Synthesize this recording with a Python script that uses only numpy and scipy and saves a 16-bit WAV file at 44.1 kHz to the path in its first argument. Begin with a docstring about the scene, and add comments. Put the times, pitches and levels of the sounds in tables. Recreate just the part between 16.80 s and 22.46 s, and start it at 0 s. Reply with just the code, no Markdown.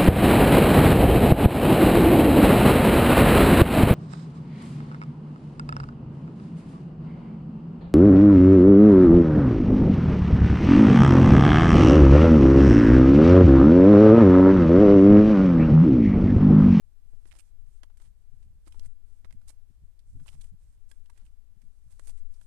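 """Careful steps down gritty granite

Someone picks their way down a slab, about one and a half steps a second. Soles knock, crush loose
grains and scuff over the stone, a loose flake clacks, and clothing swishes with each stride.
The steps sit almost wholly on the right. Light wind rumbles and buffets on both microphone ports
over a faint hiss, with a few soft pops and slow pressure swells on the left."""
import sys
import numpy as np
from scipy import signal
from scipy.fft import rfft, irfft
from scipy.io import wavfile
from scipy.ndimage import uniform_filter1d

SR = 44100
rng = np.random.default_rng(int(sys.argv[2]) if len(sys.argv) > 2 else 0)


def inscribe(sig):
    """Save sig as 16-bit PCM at rate SR to the path in sys.argv[1].

    A 1-D sig is mono; a 2-D sig holds one channel per row.
    Samples are clipped to [-1, 1] before scaling.
    """
    pcm = np.round(np.clip(np.atleast_2d(sig).T, -1, 1) * 32767)
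    wavfile.write(sys.argv[1], SR, pcm.astype(np.int16))


N = 249606
TIME = np.arange(N) / SR


def undb(db):
    """Decibels to gain."""
    return 10 ** (np.asarray(db) / 20)


def unit(x):
    """Scale to rms 1."""
    return x / np.sqrt(np.mean(x ** 2) + 1e-30)


def colour(x, curve):
    """EQ a sound with a curve of (frequency [Hz], gain [dB]) points."""
    hz, db = np.transpose(curve)
    bins = np.maximum(np.fft.rfftfreq(len(x), 1 / SR), 1)
    return irfft(rfft(x) * undb(np.interp(np.log(bins), np.log(hz), db)), len(x))


def ring(x, hz, q):
    """One damped resonance."""
    return signal.lfilter(*signal.iirpeak(hz, max(q, hz / SR * 4), fs=SR), x)


def add(track, start, sound):
    """Mix a sound into a track at a start time in seconds."""
    i = max(int(start * SR), 0)
    part = sound[:max(N - i, 0)]
    track[i:i + len(part)] += part


def bumps(cues):
    """An envelope of rounded pushes from (time [s], length [s], level [dB]) cues."""
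    return sum(undb(db) * np.exp(-(2 * (TIME - time) / length) ** 2) for time, length, db in cues)


def drift(points):
    """A random glide through evenly spaced points."""
    return np.interp(TIME, np.linspace(0, TIME[-1], points), rng.standard_normal(points))


def grains(size, rate, spread_db, sand):
    """Clicks of uneven size, about `rate` a second, over a bed of fine sand noise."""
    hits = rng.random(size) < rate / SR
    sizes = undb(spread_db * np.minimum(rng.exponential(size=size), 4))
    clicks = hits * sizes * rng.choice([-1, 1], size)
    return unit(clicks) + sand * rng.standard_normal(size)


def knocks(cues, decay_cycles):
    """Dull knocks, each a heavily damped sine."""
    track = np.zeros(N)
    age = TIME[:2048]
    for start, db, hz in cues:
        add(track, start, undb(db) * np.sin(2 * np.pi * hz * age) * np.exp(-age * hz / decay_cycles))
    return track


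def turbulence(curve, low_hz, window_s):
    """Pressure noise, levelled so that the part above low_hz holds an even strength."""
    pressure = colour(rng.standard_normal(N), curve)
    highpass = signal.butter(2, low_hz, "highpass", fs=SR, output="sos")
    sidechain = signal.sosfiltfilt(highpass, pressure)
    size = int(window_s * SR)
    power = uniform_filter1d(uniform_filter1d(sidechain ** 2, size), size)
    return pressure / np.sqrt(power)


# tone of the background bed: (frequency [Hz], gain [dB])
HISS_EQ = [(100, -107), (300, -111), (700, -115), (1300, -120), (2500, -123), (5000, -126), (8500, -128),
           (14000, -125)]

def hiss(gain_db, waver_db):
    """Open-air hush and microphone hiss, wavering slowly."""
    bed = colour(rng.standard_normal(N), HISS_EQ) * np.sqrt(SR / 2)
    return bed * undb(gain_db + waver_db * drift(points=30))


# tone of the deep rumble, the higher flutter and an eddy's thump: (frequency [Hz], gain [dB])
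RUMBLE_EQ = [(3, 6), (10, 14.5), (20, 6.5), (50, -5), (80, -8.5), (120, -22.5), (200, -37.5), (1000, -74.5)]
FLUTTER_EQ = [(5, -18), (50, 10.5), (90, -3.5), (140, -14), (220, -28), (1000, -77)]
EDDY_EQ = [(30, -10), (80, 9.5), (130, 5.5), (200, -7), (280, -15.5), (420, -35), (900, -54)]
# gusts riding on the breeze: (time [s], length [s], left level [dB], right level [dB])
GUSTS = [(0.27, 0.2, -54.5, -61.5), (0.536, 0.17, -60.5, -54.5), (0.92, 0.34, -51.5, -63),
         (1.255, 0.26, -51, -58.5), (1.71, 0.39, -72.5, -53.5), (1.995, 0.24, -48, -53.5),
         (2.59, 0.38, -52.5, -53), (3.014, 0.16, -51.5, -57), (3.347, 0.19, -51.5, -46.5),
         (3.63, 0.18, -47, -56), (3.893, 0.19, -66, -52.5), (4.434, .2, -54, -53),
         (5.077, 0.17, -65, -55.5), (5.29, 0.28, -46.5, -58)]
# single eddies that thump one port: (time [s], length [s], level [dB], port [left or right])
EDDIES = [(0.265, 0.019, -58, "right"), (0.34, 0.021, -58, "left"), (0.879, 0.05, -63.5, "right"),
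          (1.282, 0.066, -61, "right"), (1.54, 0.026, -52.5, "left"), (1.69, 0.23, -62, "right"),
          (1.991, .06, -54, "right"), (2.076, 0.024, -48, "right"), (2.454, 0.028, -54, "right"),
          (2.55, 0.026, -48, "right"), (2.905, 0.022, -48.5, "left"), (3.032, 0.028, -51.5, "right"),
          (3.359, 0.038, -41, "right"), (3.42, 0.047, -49, "right"), (3.558, 0.08, -51.5, "right"),
          (3.735, 0.028, -44, "right"), (4.436, 0.1, -63.5, "right"), (4.773, 0.019, -54.5, "left"),
          (4.844, 0.044, -56.5, "left"), (5.072, .025, -55, "left")]

def wind(port, curve, breeze_db, waver_db):
    """A port rumbles fitfully in the breeze and gusts; single eddies thump it at a higher pitch."""
    gusts = bumps([(time, length, left if port == "left" else right)
                   for time, length, left, right in GUSTS])
    eddies = bumps([(time, length, db) for time, length, db, side in EDDIES if side == port])
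    breeze = undb(breeze_db) * np.minimum(TIME / 0.06, 1)  # quick fade-in
    level = np.hypot(breeze, gusts) * undb(waver_db * drift(points=150))
    rumble = level * turbulence(curve, low_hz=20.55, window_s=0.073)
    thumps = eddies * turbulence(EDDY_EQ, low_hz=57.4, window_s=0.015)
    return rumble + thumps


# a leg swings or bends: (start [s], length [s], level [dB])
SWINGS = [(0.263, 0.2, -79.5), (0.46, 0.24, -73.5), (0.864, .14, -74), (1.181, 0.11, -72.5),
          (1.53, 0.14, -81.5), (1.847, 0.21, -76), (2.242, 0.17, -78.5), (2.678, 0.058, -68.5),
          (3.243, 0.22, -80), (3.44, 0.26, -71.5), (3.788, 0.18, -76), (4.098, 0.11, -76),
          (4.303, 0.21, -78.5), (4.78, 0.32, -81.5), (5.089, 0.322, -71.5), (5.497, 0.19, -74.5)]

def leg_motion(ramp_s=0.055, rest_db=-83.5):
    """Movement envelope: each swing speeds up, holds and stops, over a slight constant stir."""
    swings = np.zeros(N)
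    for start, length, db in SWINGS:
        inside_s = np.minimum(TIME - start, start + length - TIME)
        swings += undb(db) * np.clip(0.5 + inside_s / ramp_s, 0, 1)
    return np.hypot(undb(rest_db), swings)


# tone of rubbing fabric: (frequency [Hz], gain [dB])
CLOTH_EQ = [(500, -12.5), (1200, -4.5), (3000, -10), (5500, -6.5), (7000, -3.5), (8700, 1.5), (10000, -4),
            (14300, -27.5)]

def clothing(fold_db=1.3, sheen_db=-6.5):
    """Fibres slide over each other with a fine, high swish that brightens as they move faster."""
    level = leg_motion() * undb(fold_db * drift(points=240))  # folds make it uneven
    swish = unit(colour(grains(N, rate=5500, spread_db=4.0, sand=1), CLOTH_EQ))
    sheen = unit(ring(ring(rng.standard_normal(N), 10000, q=0.6), 10000, q=0.6))
    return level * (swish + undb(sheen_db) * sheen * level / level.max())


# soft pops: (time [s], level [dB], pitch [Hz])
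POPS = [(.334, -43.5, 436), (.577, -53, 900), (1.956, -50.5, 800), (2.012, -50, 600), (3.532, -49, 744)]

def pops():
    """Soft, dry pops that are gone in about a cycle."""
    return knocks(POPS, decay_cycles=0.33)


# tone of the rubber sole's body and of the grit's fizz: (frequency [Hz], gain [dB])
SOLE_EQ = [(100, -17), (250, 2.5), (480, 1), (700, 2), (1050, 0), (1500, -17.5), (3000, -38)]
GRIT_EQ = [(2500, -31), (4500, -5.5), (5800, -3), (7000, -0.5), (8400, 6), (9700, 2), (11500, -6),
           (14300, -14)]

def contact(load, sole_db, crack_hz, crack_db, grit_db, q, snap_db, **texture):
    """Under a changing load, grains shake the sole, crack against the rock and fizz in the treble."""
    force = load * grains(len(load), **texture)
    sole = colour(force, SOLE_EQ)
    # a grain's short ring is layered with a broad snap around the same pitch
    snap_eq = [(400, -41), (1300, 13.5), (5000, 13.0), (9000, 2.5), (14000, -12)]
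    snap = colour(ring(force, crack_hz, q=0.43), snap_eq)
    crack = unit(ring(force, crack_hz, q)) + undb(snap_db) * unit(snap)
    # the finest sand follows the load more softly than the coarse grains do
    fine_load = uniform_filter1d(load, size=90)
    grit = colour(fine_load * grains(len(load), **texture), GRIT_EQ)
    mix = undb(sole_db) * unit(sole) + undb(crack_db) * unit(crack) + undb(grit_db) * unit(grit)
    return mix * np.sqrt(np.mean(load ** 2))


def press(start, decay_s, attack_s=0.00046):
    """Load envelope of one brief contact: a sharp attack and a fast decay."""
    age = TIME[:4096] - start
    return np.clip(age / attack_s, 0, 1) * np.exp(-np.abs(age) / decay_s)


PREROLL_S = 0.004  # room ahead of a transient for the EQ to spread into
# a sole meets the rock: (time [s], crack level [dB], pitch [Hz], grit level [dB])
TAPS = [(0.454, -57, 1700, -88), (0.537, -63, 715, -85), (1.033, -42.5, 1710, -52), (1.036, -54, 1020, -73),
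        (1.099, -66.5, 950, -92), (1.172, -64, 1830, -59), (1.2, -61.5, 1080, -74),
        (1.627, -70, 2600, -69.5), (1.873, -54, 1190, -57), (1.878, -66, 1000, -57),
        (1.923, -52, 2780, -55.5), (1.944, -59, 856, -84), (1.995, -44.5, 5100, -74),
        (2.059, -58, 1860, -51), (2.446, -48, 1600, -62), (2.451, -56, 1240, -69), (2.507, -54, 1700, -64),
        (2.525, -55, 2130, -55), (2.614, -68, 1410, -73), (3.192, -62.5, 4430, -66),
        (3.398, -60, 1400, -85), (3.46, -57.5, 1150, -66), (3.642, -60, 2100, -72),
        (4.114, -51.5, 1850, -49), (4.258, -64, 2780, -65.5), (4.298, -58, 2080, -57),
        (4.376, -60.5, 1760, -57.5), (4.452, -70, 2800, -65.5), (4.463, -63, 2700, -81),
        (4.816, -67, 1920, -66), (5.195, -46, 1600, -47), (5.376, -67.5, 2120, -61.5),
        (5.539, -66, 5260, -67), (5.612, -58, 1430, -60)]

def taps(firm_db=-45.5, firm_decay_s=0.0022):
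    """Firm contacts are short and crisp, light ones longer; low ones carry more rubber."""
    track = np.zeros(N)
    for start, db, hz, grit_db in TAPS:
        decay_s = firm_decay_s * 2 ** ((firm_db - db) / 13)  # doubles for every 13 dB lighter
        sole_db = db - 7 - 6 * np.log2(hz / 1770)  # 6 dB more body per octave down
        tap = contact(press(PREROLL_S, decay_s), sole_db, hz, db, grit_db, q=2.7, snap_db=-6,
                      rate=3300, spread_db=4.5, sand=0.74)
        add(track, start - PREROLL_S, tap)
    return track


# heel hits: (time [s], level [dB], pitch [Hz])
HEELS = [(.456, -49, 364), (1.871, -45, 323), (1.945, -53.5, 437), (2.451, -49.5, 400), (5.196, -52, 510)]

def heels():
    """A heel set down squarely gives a short, hollow knock."""
    return knocks(HEELS, decay_cycles=1.24)


# the sole slides over grit: (peak time [s], fall [s], rasp level [dB], grit level [dB])
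SCUFFS = [(0.481, 0.054, -73.5, -67), (0.555, 0.056, -66, -64.5), (1.222, 0.013, -69, -66),
          (1.252, 0.043, -71, -72), (1.881, 0.014, -64, -65), (1.954, 0.25, -79.5, -74.5),
          (2.05, 0.031, -70, -66.5), (2.7, 0.014, -61, -52.5), (3.285, 0.22, -95, -75.5),
          (3.408, .06, -94, -74), (3.484, 0.039, -67, -59), (3.539, 0.02, -63, -60),
          (3.644, 0.038, -75, -64.5), (4.113, 0.01, -75, -60.5), (4.379, 0.076, -70.5, -75),
          (5.126, 0.019, -73.5, -64.5), (5.251, 0.066, -78, -64), (5.286, 0.039, -60.5, -55),
          (5.634, 0.048, -88, -70)]

def scuffs(rise_s=0.03, rasp_hz=2300, rasp_at_db=-60.5):
    """A slide swells and stops, catching on the rough stone every few milliseconds."""
    track = np.zeros(N)
    age = TIME[:8192]
    for peak, fall, db, grit_db in SCUFFS:
        roughness = unit(uniform_filter1d(rng.standard_normal(len(age)), size=100))
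        grip = unit(undb(4.3 * np.minimum(roughness, 2)))
        load = np.interp(age, [0, rise_s, rise_s + fall], [0, 1, 0]) * grip
        hz = rasp_hz * 2 ** ((db - rasp_at_db) / 40)  # a harder slide rasps higher, an octave per 40 dB
        scuff = contact(load, db - 2, hz, db, grit_db, q=20, snap_db=15,
                        rate=1800, spread_db=0.5, sand=0.55)
        add(track, peak - rise_s, scuff)
    return track


# a loaded sole judders: (start [s], length [s], pitch [Hz], crack level [dB], grit level [dB])
SKIDS = [(0.512, 0.018, 2300, -48.5, -58.5), (0.586, 0.023, 2360, -55, -50.5),
         (2.682, 0.0077, 5800, -56, -48), (2.69, 0.0081, 3830, -55.5, -44.5), (3.48, 0.012, 2800, -46, -59),
         (3.61, 0.014, 3600, -56.5, -53), (5.271, 0.012, 2300, -75, -45)]

def skids(catch_s=0.00536, jitter=0.6):
    """The sole catches and lets go on the grains in a quick, ragged run until it grips."""
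    track = np.zeros(N)
    for start, length, hz, db, grit_db in SKIDS:
        gaps = catch_s * (1 + jitter * rng.uniform(-1.48, 1, size=8))
        catches = np.cumsum(gaps) - gaps[0]
        load = sum(np.clip((length - time) / catch_s, 0, 1) * press(PREROLL_S + time, decay_s=0.002)
                   for time in catches)
        skid = contact(load, db - 15, hz, db, grit_db, q=5.5, snap_db=-4,
                       rate=3500, spread_db=3, sand=0.35)
        add(track, start - PREROLL_S, skid)
    return track


def loose_sand(rate, gain_db):
    """Single grains tick as the weight shifts, more often when the legs move."""
    motion = leg_motion()
    hits = rng.random(N) < rate / SR * motion / motion.mean()
    ticks = hits * rng.uniform(-2.2, 1, N)
    burst = rng.standard_normal(256) * np.exp(-TIME[:256] / 0.0008)
    return undb(gain_db) * colour(signal.fftconvolve(ticks, burst)[:N], GRIT_EQ)


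# slow pressure swells: (time [s], length [s], level [dB])
SWELLS = [(2.05, 0.26, -35.5), (5.43, 0.32, -33)]
# their sub-bass tone: (frequency [Hz], gain [dB])
SWELL_EQ = [(3, -29.5), (8, 4.5), (11, -1.5), (18, -16.5), (40, -24.5), (200, -95)]

def swells():
    """Air pressure heaves slowly on a port, mostly below hearing."""
    return bumps(SWELLS) * turbulence(SWELL_EQ, low_hz=7.06, window_s=0.044)


# a loose flake clacks underfoot: (time [s], level [dB], tilt [dB/octave], attack [s])
CLACKS = [(4.114, -46, 6, 0.00081), (4.296, -50.5, -15, 0.0028)]
# the flake's modes: (frequency [Hz], gain [dB], time to fall 60 dB [s])
FLAKE_MODES = [(950, -5, 0.025), (1140, -7.5, 0.031), (1646, 0.5, 0.027), (1975, -3, 0.017),
               (3340, -12.5, 0.025), (5000, -16.5, 0.024)]

def clacks(pivot_hz=1600):
    """A loose flake rings briefly and hollowly against the slab; the slower push is the darker one."""
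    track = np.zeros(N)
    age = TIME[:4096]
    for start, db, tilt, attack_s in CLACKS:
        for hz, mode_db, t60 in FLAKE_MODES:
            gain = undb(db + mode_db + tilt * np.log2(hz / pivot_hz))
            envelope = (1 - np.exp(-age / attack_s)) * np.exp(-np.log(1000) * age / t60)
            add(track, start, gain * envelope * np.sin(2 * np.pi * hz * age))
    return track


def rock_reverb(x, wet_db, decay_s, predelay_s=0.003):
    """Bare rock and bushes scatter back only a short, faint tail."""
    age = TIME[:6000]
    scatter = colour(rng.standard_normal(len(age)), [(300, -5.5), (2000, -9.5), (12000, 1)])
    tail = scatter * np.exp(-age / decay_s) * (age > predelay_s)
    tail /= np.sqrt(np.sum(tail ** 2))
    return x + undb(wet_db) * signal.fftconvolve(x, tail)[:N]


def scene():
    """Steps on the right with a faint, dull bleed on the left; each port has its own wind."""
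    feet = taps() + skids() + scuffs() + clacks() + loose_sand(rate=5, gain_db=-67) + heels()
    steps = rock_reverb(feet, wet_db=-9, decay_s=0.0092) + clothing()
    bleed = colour(steps, [(300, -56), (3000, -27), (8000, -52), (14000, -77)])
    left = bleed + pops() + swells() + wind("left", RUMBLE_EQ, breeze_db=-55, waver_db=2.5)
    right = steps + wind("right", FLUTTER_EQ, breeze_db=-68.5, waver_db=1.0)
    left += hiss(gain_db=-1.2, waver_db=0.4)
    right += hiss(gain_db=1.8, waver_db=1.33)
    return np.array([left, right])


def record(dry):
    """A steep high cut takes off the very top."""
    cutoff_hz = 14280
    return signal.sosfilt(signal.ellip(10, 0.2, 70, cutoff_hz, fs=SR, output="sos"), dry)


dry = scene()
out = record(dry)
inscribe(out)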